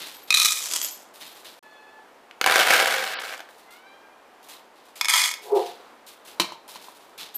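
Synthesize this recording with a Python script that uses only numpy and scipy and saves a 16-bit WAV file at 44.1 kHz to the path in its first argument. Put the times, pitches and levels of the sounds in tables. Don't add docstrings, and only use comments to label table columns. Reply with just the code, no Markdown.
import sys
import numpy as np
from scipy import signal
from scipy.fft import rfft, irfft
from scipy.io import wavfile
from scipy.ndimage import uniform_filter1d

SR = 44100
rng = np.random.default_rng(int(sys.argv[2]) if len(sys.argv) > 2 else 0)


def master_out(mix):
    frames = np.transpose(np.atleast_2d(mix))
    ceiling = np.clip(frames, -1, 1)
    pcm = np.round(ceiling * 32767).astype(np.int16)
    wavfile.write(sys.argv[1], SR, pcm)


def decibels_to_gain(level_db):
    exponent = np.asarray(level_db, float) / 20
    return 10 ** exponent


N = 325017
t = np.arange(N) / SR


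def unit(x):
    return x / np.sqrt(np.mean(x ** 2))


def noise():
    return rng.standard_normal(N)


def wander(*sizes):
    drift = noise()
    for size in sizes:
        drift = uniform_filter1d(drift, size=size)
    return unit(drift)


def filtered(x, order, hz, kind):
    return signal.sosfilt(signal.butter(order, hz, kind, fs=SR, output="sos"), x)


def through(x, taps):
    return signal.oaconvolve(x, taps / np.linalg.norm(taps))[:N]


def colour(x, points):
    hz, db = np.transpose(points)
    grid = np.linspace(1, SR / 2, 1025)
    level_db = np.interp(np.log(grid), np.log(hz), db)
    cepstrum = irfft(np.log(decibels_to_gain(level_db)))
    cepstrum[1:1024] *= 2
    cepstrum[1025:] = 0
    return through(x, irfft(np.exp(rfft(cepstrum))))


def ring(x, modes):
    taps, lag = 0, np.arange(SR // 4) / SR
    for hz, width, db in modes:
        decay = width * np.exp(-np.pi * width * lag)
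        taps = taps + decibels_to_gain(db) * decay * np.sin(2 * np.pi * hz * lag)
    return through(x, taps)


def bursts(times, gains, ms):
    kick = np.zeros(N)
    at = np.minimum((np.asarray(times) * SR).astype(int), N - 1)
    np.add.at(kick, at, gains)
    return signal.lfilter([1], [1, -np.exp(-1000 / ms / SR)], kick)


def swell(s, db, rise_ms, t60):
    age = np.maximum(t - s, 0)
    rise = 1 - np.exp(-1000 * age / max(rise_ms, .2))
    return rise * decibels_to_gain(db - 60 * age / max(t60, .02))


def tent(peak_s, db, rise_db_s, fall_db_s):
    return decibels_to_gain(db - np.maximum(rise_db_s * (peak_s - t), fall_db_s * (t - peak_s)))


def room(x, t60):
    lag = np.arange(SR // 2) / SR
    hiss = rng.standard_normal(len(lag))
    dull = uniform_filter1d(hiss, size=6)
    tail = dull * decibels_to_gain(-60 * lag / t60) + (hiss - dull) * decibels_to_gain(-60 * lag / (0.66 * t60))
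    tail *= np.clip(lag / 0.0028, 0, 1)
    return through(x, tail)


# start_s, level_db
FLOWS = [
    [(0.335, -38), (0.345, -20), (0.40, -19), (0.465, -9.5), (0.481, -17.5), (0.68, -34)],
    [(0.6, -32.5), (0.7, -32.5), (0.715, -29), (0.82, -30), (0.966, -45.5), (1.12, -66)],
    [(2.455, -48), (2.47, -26), (2.585, -16.5), (2.64, -21), (2.72, -16.5), (3.04, -27), (3.33, -35),
     (3.56, -80)],
    [(5.075, -42), (5.09, -23), (5.14, -18.5), (5.24, -19), (5.295, -26), (5.32, -37), (5.4, -58)],
]
# start_s, peak_db
MIDDLE_PELLETS = [(0.3053, -0.5), (0.3261, -6), (0.3416, -1.5), (0.3426, -3.5), (0.358, -13), (0.372, 0.5),
                  (0.399, -13), (0.418, -0.5), (0.4334, -7), (0.4477, -6), (0.4575, -4), (0.4635, -12.5),
                  (0.489, -11.5), (0.5078, -10.5), (0.5211, -5), (0.572, -13), (0.5787, -28)]
CUP_PELLETS = [(0.619, -38), (0.63, -41), (0.638, -22), (0.657, -30), (0.6658, -38.5), (0.713, -10),
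               (0.7216, -23), (0.7365, -6.5), (0.7615, -5), (0.7924, -26), (0.8154, -9.5), (0.829, -13),
               (0.8467, -8), (0.8856, -22)]
WIDE_PELLETS = [(2.413, 0.5), (2.442, -1.5), (2.462, 1.5), (2.474, -0.5), (2.498, 0), (2.51, -4),
                (2.522, 0), (2.54, -1.5), (2.558, 5), (2.566, -2), (2.591, -0.5), (2.608, -1), (2.706, 3),
                (2.78, -16), (2.794, -7), (2.804, -24), (2.858, -7.5), (2.876, -6.5), (2.894, -28),
                (2.942, -32), (2.959, -22), (2.983, -12), (3.248, -26), (3.261, -26), (3.378, -22.5),
                (3.393, -23), (3.404, -21.5), (3.489, -33.5)]
DISH_PELLETS = [(4.9594, -34), (5.0116, -2.5), (5.0462, -9.5), (5.0553, -9), (5.0848, -5), (5.0959, -7.5),
                (5.109, -14.5), (5.1176, -13), (5.137, -7), (5.1576, -4), (5.2391, -9.5), (5.2659, -19),
                (5.3133, -13), (5.339, -12), (5.397, -47)]
# pitch_hz, level_db (per Hz)
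MIDDLE_CRACK = [(300, -45), (1000, -28), (2000, -24), (3300, -13), (4500, -4), (6000, -2), (9000, -5),
                (14500, -12)]
CUP_PELLET_CRACK = [(300, -14.5), (700, -7), (1900, -4), (3300, -3.5), (7000, -2), (10000, -3),
                    (14500, -10.5)]
WIDE_CRACK = [(150, -20.5), (400, -9.5), (1000, -6), (1600, -3.5), (3500, -6), (6000, -14.5), (14500, -21)]
DISH_CRACK = [(300, -45), (900, -25), (1700, -23), (2900, -10), (4500, -4), (6000, -5), (9000, -9),
              (14500, -16)]
# pitch_hz, width_hz, level_db
MIDDLE_MODES = [(1265, 40, -7), (1330, 60, -11), (2460, 50, -1), (2540, 70, -8), (3750, 80, 3),
                (3930, 80, 4), (4080, 90, 1), (4230, 70, -7), (5990, 150, -8), (6450, 120, -9),
                (7230, 130, -11), (8070, 100, -13), (9020, 140, -12)]
CUP_PELLET_MODES = [(3300, 240, -6), (5260, 250, -9.5), (6200, 280, -10), (7100, 680, -1.5),
                    (7900, 240, -3.5), (12300, 270, -9.5)]
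WIDE_MODES = [(524, 24, -2), (794, 51, -0.5), (1590, 88, 0.5), (1760, 92, -5), (2240, 140, -4.5),
              (3020, 340, -18)]
DISH_MODES = [(1020, 70, -10), (1310, 120, -8), (2230, 100, 3), (2450, 80, -1), (3390, 120, 0),
              (3560, 110, -3), (4140, 100, -6), (4780, 110, -7), (5280, 150, -5), (6610, 120, -9),
              (7430, 130, -11), (9010, 150, -9), (11300, 160, -14), (13400, 160, -17)]
# pellets_per_s, size_scatter_db, stream_db, modes_db, crack_ms,
# lowest_hz (that the wall radiates), heap_damping_db_s
POUR_SETTINGS = [
    (1100, 4, -5, 1, 1.2, 1050, 22),
    (1600, 3.5, -2, -4, 1.1, 2000, 5),
    (2300, 3.2, -3, -3, 1.5, 380, 3),
    (2200, 2.4, -4, 2, 1.2, 960, 8),
]


def pours():
    pellets = MIDDLE_PELLETS, CUP_PELLETS, WIDE_PELLETS, DISH_PELLETS
    cracks = MIDDLE_CRACK, CUP_PELLET_CRACK, WIDE_CRACK, DISH_CRACK
    modes = MIDDLE_MODES, CUP_PELLET_MODES, WIDE_MODES, DISH_MODES
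    return sum(pour(*one) for one in zip(FLOWS, pellets, cracks, modes, POUR_SETTINGS))


def pour(flow, pellets, crack, modes, settings):
    rate, scatter_db, stream_db, modes_db, crack_ms, low_hz, heap_db_s = settings
    flow_s, flow_db = np.transpose(flow)
    gate = np.clip(np.minimum(t - flow_s[0], flow_s[-1] - t) / 0.0054, 0, 1)
    stream = gate * decibels_to_gain(np.interp(t, flow_s, flow_db) + stream_db)

    chance, grit = rng.random((2, N)), noise()
    falls = np.flatnonzero(chance[0] < rate / SR)
    sizes = decibels_to_gain(-scatter_db * np.log(1 - chance[1, falls]))
    hail = unit(grit * bursts(falls / SR, sizes, crack_ms))
    s, peak_db = np.transpose(pellets)
    crumbs = bursts(s, decibels_to_gain(peak_db - 19.5), 3.48)
    hail = hail * (stream + crumbs)

    rattle = (0.36 * np.sign(grit) + 0.17 * grit) * bursts(s, decibels_to_gain(peak_db - 10.5), crack_ms)
    push = bursts(s, decibels_to_gain(peak_db + 7), .01)
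    wall = filtered(ring(hail + .5 * rattle + push, modes), 4, low_hz, "high")
    wall_gain = decibels_to_gain(modes_db - heap_db_s * np.maximum(t - flow_s[0], 0))
    return colour(hail + rattle, crack) + wall_gain * wall


# (pitch_hz, width_hz, level_db)
CUP_TAP = (2.311, -36, [(2520, 500, 0), (3200, 600, -1)])


def rim():
    s, peak_db = np.transpose(MIDDLE_PELLETS)
    choke_db = 70.5 * (s - s[0])
    hits = bursts(s, decibels_to_gain(np.minimum(peak_db, -3) + 12 - choke_db), .01)
    tone = ring(hits, [(2510, 22, 0)])
    tap_s, tap_db, modes = CUP_TAP
    return tone + ring(noise() * bursts([tap_s], decibels_to_gain(tap_db), 2.3), modes)


# start_s, knock_db, hardness_db (crack over knock)
LANDINGS = [
    (6.3982, -7, 0),
    (6.416, -20, -2.5),
    (6.444, -24, -9),
    (6.506, -28, -17),
    (6.521, -27.5, -8),
    (6.535, -34, -18),
    (6.688, -38, -6),
    (6.757, -26, -5.5),
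    (6.884, -30.5, -28),
]
# pitch_hz, width_hz, level_db
CUP_MODES = [(2080, 84, -26), (2436, 88, -2.5), (2920, 130, -3), (3095, 150, 5), (4350, 200, 0.5),
             (5055, 150, -16)]
# pitch_hz, level_db (per Hz)
LANDING_CRACK = [(200, -33), (500, -14), (1400, -11.5), (3000, 11.5), (4500, 12.5), (8000, 0.5),
                 (14500, -6)]


def dropped_cup():
    s, knock_db, hard_db = np.transpose(LANDINGS)
    crack_db = knock_db + hard_db
    thud_db = -21.5 + 1.66 * (knock_db - knock_db[0])
    blow = noise() * bursts(s, decibels_to_gain(crack_db - 6.0), 9.7)
    knock = ring(noise() * bursts(s, decibels_to_gain(knock_db - 1.5), 1.2), [(920, 53, 1), (1025, 57, 0)])
    thud = ring(noise() * bursts(s, decibels_to_gain(thud_db + 2.5), 2.9), [(186, 16, 2.0), (349, 23, 0.66)])
    return colour(blow, LANDING_CRACK) + decibels_to_gain(1) * ring(blow, CUP_MODES) + knock + thud


# start_s, peak_db, t60_s
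PAW_SCUFFS = [(0.06, -31.5, 1), (1.1385, -34.5, 1), (1.2644, -31.5, 0.17), (1.348, -39.5, 1),
              (1.4994, -45.5, 0.68), (3.49, -41.5, 0.9), (3.5813, -43.5, 0.21), (3.707, -33.5, 0.29),
              (4.4287, -35.5, 0.33), (4.4856, -28.5, 0.38), (4.8509, -44, 0.41), (4.956, -27.5, 0.47),
              (5.4194, -32.5, 0.83), (6.0653, -28.5, 0.4), (6.2499, -32, 0.5), (6.679, -27, 0.38),
              (6.815, -35.5, 1), (6.9494, -46.5, 1), (7.3405, -34, 0.63)]
# start_s, peak_db, t60_s
CUP_SLIDES = [(0.0004, -21.5, 0.32), (.275, -35, 0.51), (1.205, -32, 0.39), (1.4466, -28.5, 0.24),
              (4.5111, -41.5, 0.26), (4.755, -47.5, 0.65), (5.5495, -28.5, 0.63), (5.6574, -32, 0.21),
              (6.2759, -37, 0.19), (6.73, -37.5, 0.39), (7.1783, -24.5, 0.37)]
# pitch_hz, level_db (per Hz)
SCUFF_COLOUR = [(500, -28.5), (900, -7.5), (1500, -6), (3400, -0.5), (6000, -2.5), (10000, -2), (14500, -4)]


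def scuffs():
    rows = [(*row, 5.9, -15) for row in PAW_SCUFFS]
    rows += [(*row, 9.4, -6) for row in CUP_SLIDES]
    rasp = sum(swell(s, db - 14, rise_ms, .85 * t60) for s, db, t60, rise_ms, _ in rows)
    hump = sum(swell(s, db - 5.0 + hump_db, rise_ms, 1.19 * t60) for s, db, t60, rise_ms, hump_db in rows)
    start_s, peak_db = np.array(rows)[:, :2].T
    ticks = bursts(start_s, decibels_to_gain(peak_db - 16.5), 2.8)
    grain = decibels_to_gain(2 * wander(90) + 1.2 * wander(600))
    hollow = ring(hump * grain * noise(), [(2780, 800, -13.0), (3800, 1400, 7.5)])
    return colour((rasp * grain + ticks) * noise(), SCUFF_COLOUR) + hollow


# start_s, peak_db, t60_s
TAG_SHAKES = [
    (0.1316, -39, 0.31),
    (0.2149, -50.5, 0.35),
    (0.8155, -19, 0.22),
    (0.9048, -32, 0.25),
    (1.266, -42, 0.4),
    (7.3432, -20.5, 0.54),
]
# pitch_hz, width_hz, level_db
TAG_MODES = [(12930, 45, 0), (7840, 40, -19), (11390, 40, -14)]


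def tag():
    knocks_per_s = 700
    hits = rng.random(N) < knocks_per_s / SR
    knocks = noise() * hits * np.sqrt(SR / knocks_per_s)
    swing = sum(swell(s, db - 6.5, 8, t60) for s, db, t60 in TAG_SHAKES)
    return ring(knocks * swing, TAG_MODES)


# start_s, length_s, first_pitch_hz, held_pitch_hz, level_db
CAT_MEWS = [
    (1.62, .44, 858, 852, -61),
    (3.66, .64, 680, 782, -61),
]
# pitch_hz, level_db
CAT_MOUTHS = [
    [(800, 1), (1700, 4), (2600, -2), (3500, -3), (4300, -10), (5200, -21), (7000, -22)],
    [(700, -6), (1600, 2), (2350, 3), (2700, -4), (3200, -4), (4000, -9), (6500, -20)],
]


def mews():
    attack_s, release_s, glide_s, drift_hz_s = .04, .07, .21, 45
    open_s, close_db_s = .25, 11
    out = 0
    for (s, length, first_hz, held_hz, level_db), mouth in zip(CAT_MEWS, CAT_MOUTHS):
        age = np.clip(t - s, 0, length)
        gate = np.minimum(age / attack_s, 1) * np.minimum((length - age) / release_s, 1)
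        glide = np.minimum(age / glide_s, 1) ** 1.4
        hz = first_hz + (held_hz - first_hz) * glide + drift_hz_s * age
        hz = hz * (1 + 0.0045 * wander(700))
        phase = 2 * np.pi * np.cumsum(hz) / SR
        for k in range(1, 9):
            flutter_db = 3 * wander(900, 500)
            closing_db = close_db_s * k * np.maximum(age - open_s, 0)
            mouth_db = np.interp(k * hz, *np.transpose(mouth))
            overtone = np.sin(k * phase + k * k)
            out = out + gate * decibels_to_gain(level_db - closing_db + flutter_db + mouth_db) * overtone
    return out + decibels_to_gain(-3) * room(out, .35)


# pitch_hz, width_hz, level_db
DOG_THROAT = [(397, 220, -4.5), (520, 160, -2.5), (723, 83, 4.5), (980, 47, -9)]


def woof():
    high_hz, broken_hz, break_s, break_width_s = 416, 355.5, 5.565, 0.0033
    unbroken = (1 - np.tanh((t - break_s) / break_width_s)) / 2
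    hz = broken_hz + (high_hz - broken_hz) * unbroken
    effort = uniform_filter1d(tent(5.56, -18, 270, 160), int(.04 * SR))
    shaky = 1 + .025 * wander(300)
    turns = np.cumsum(hz * shaky) / SR
    pulses = np.exp(-(turns % 1) / 0.11)
    source = 0.082 * unit(pulses - pulses.mean()) + noise()
    muffled = filtered(ring(source, DOG_THROAT), 5, [310, 1230], "band")
    tone = np.sqrt(2) * np.sin(2 * np.pi * np.cumsum(hz) / SR)
    return effort * unit(muffled + room(muffled, 0.042)) + tent(5.53, -16, 894, 247) * tone


# pitch_hz, level_db (per Hz)
HOUSE_COLOUR = [(25, -29), (70, -26), (150, -24.5), (235, -10), (450, -6), (880, -4), (6000, -28),
                (14800, -35)]


def house():
    return decibels_to_gain(-52 + .7 * wander(6000, 6000)) * colour(noise(), HOUSE_COLOUR)


# pitch_hz, level_db
STEREO_WIDTH = [(100, -2), (400, -14.5), (2000, -9.5), (5000, -2.5), (15000, 7)]


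def scene():
    near = pours() + dropped_cup() + rim()
    mid = near + decibels_to_gain(-9) * room(near, 0.42) + scuffs() + tag() + mews() + woof()
    mid = filtered(mid, 2, 190, "high") + house()
    apart = wander(5000) > 0
    side = decibels_to_gain(-13.5) * apart * colour(room(mid, .02), STEREO_WIDTH)
    return np.array([mid + side, mid - side])


def roll_off(x):
    return signal.sosfilt(signal.butter(12, 15960, fs=SR, output="sos"), x)


# start_s, end_s
SCENE_CHANGE = (1.593, 1.626)
# start_s, end_s, above_hz
TREBLE_DROPOUT = (3.142, 3.198, 5400)


def record(dry):
    ceiling = .5
    loud = dry / (1 + np.abs(dry / ceiling) ** 6) ** (1 / 6)
    before_s, after_s = SCENE_CHANGE
    heard = np.clip(np.maximum(before_s - t, t - after_s) / 0.002, 0, 1)
    top_cut = signal.ellip(8, .2, 50, 14950, fs=SR, output="sos")
    dull = signal.sosfilt(top_cut, loud * heard)
    start, end, gap_hz = TREBLE_DROPOUT
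    treble = signal.sosfiltfilt(signal.butter(10, gap_hz, "high", fs=SR, output="sos"), dull)
    gap = np.clip(np.minimum(t - start, end - t) / .004, 0, 1)
    return roll_off(dull - gap * treble)


dry = scene()
out = record(dry)
master_out(out)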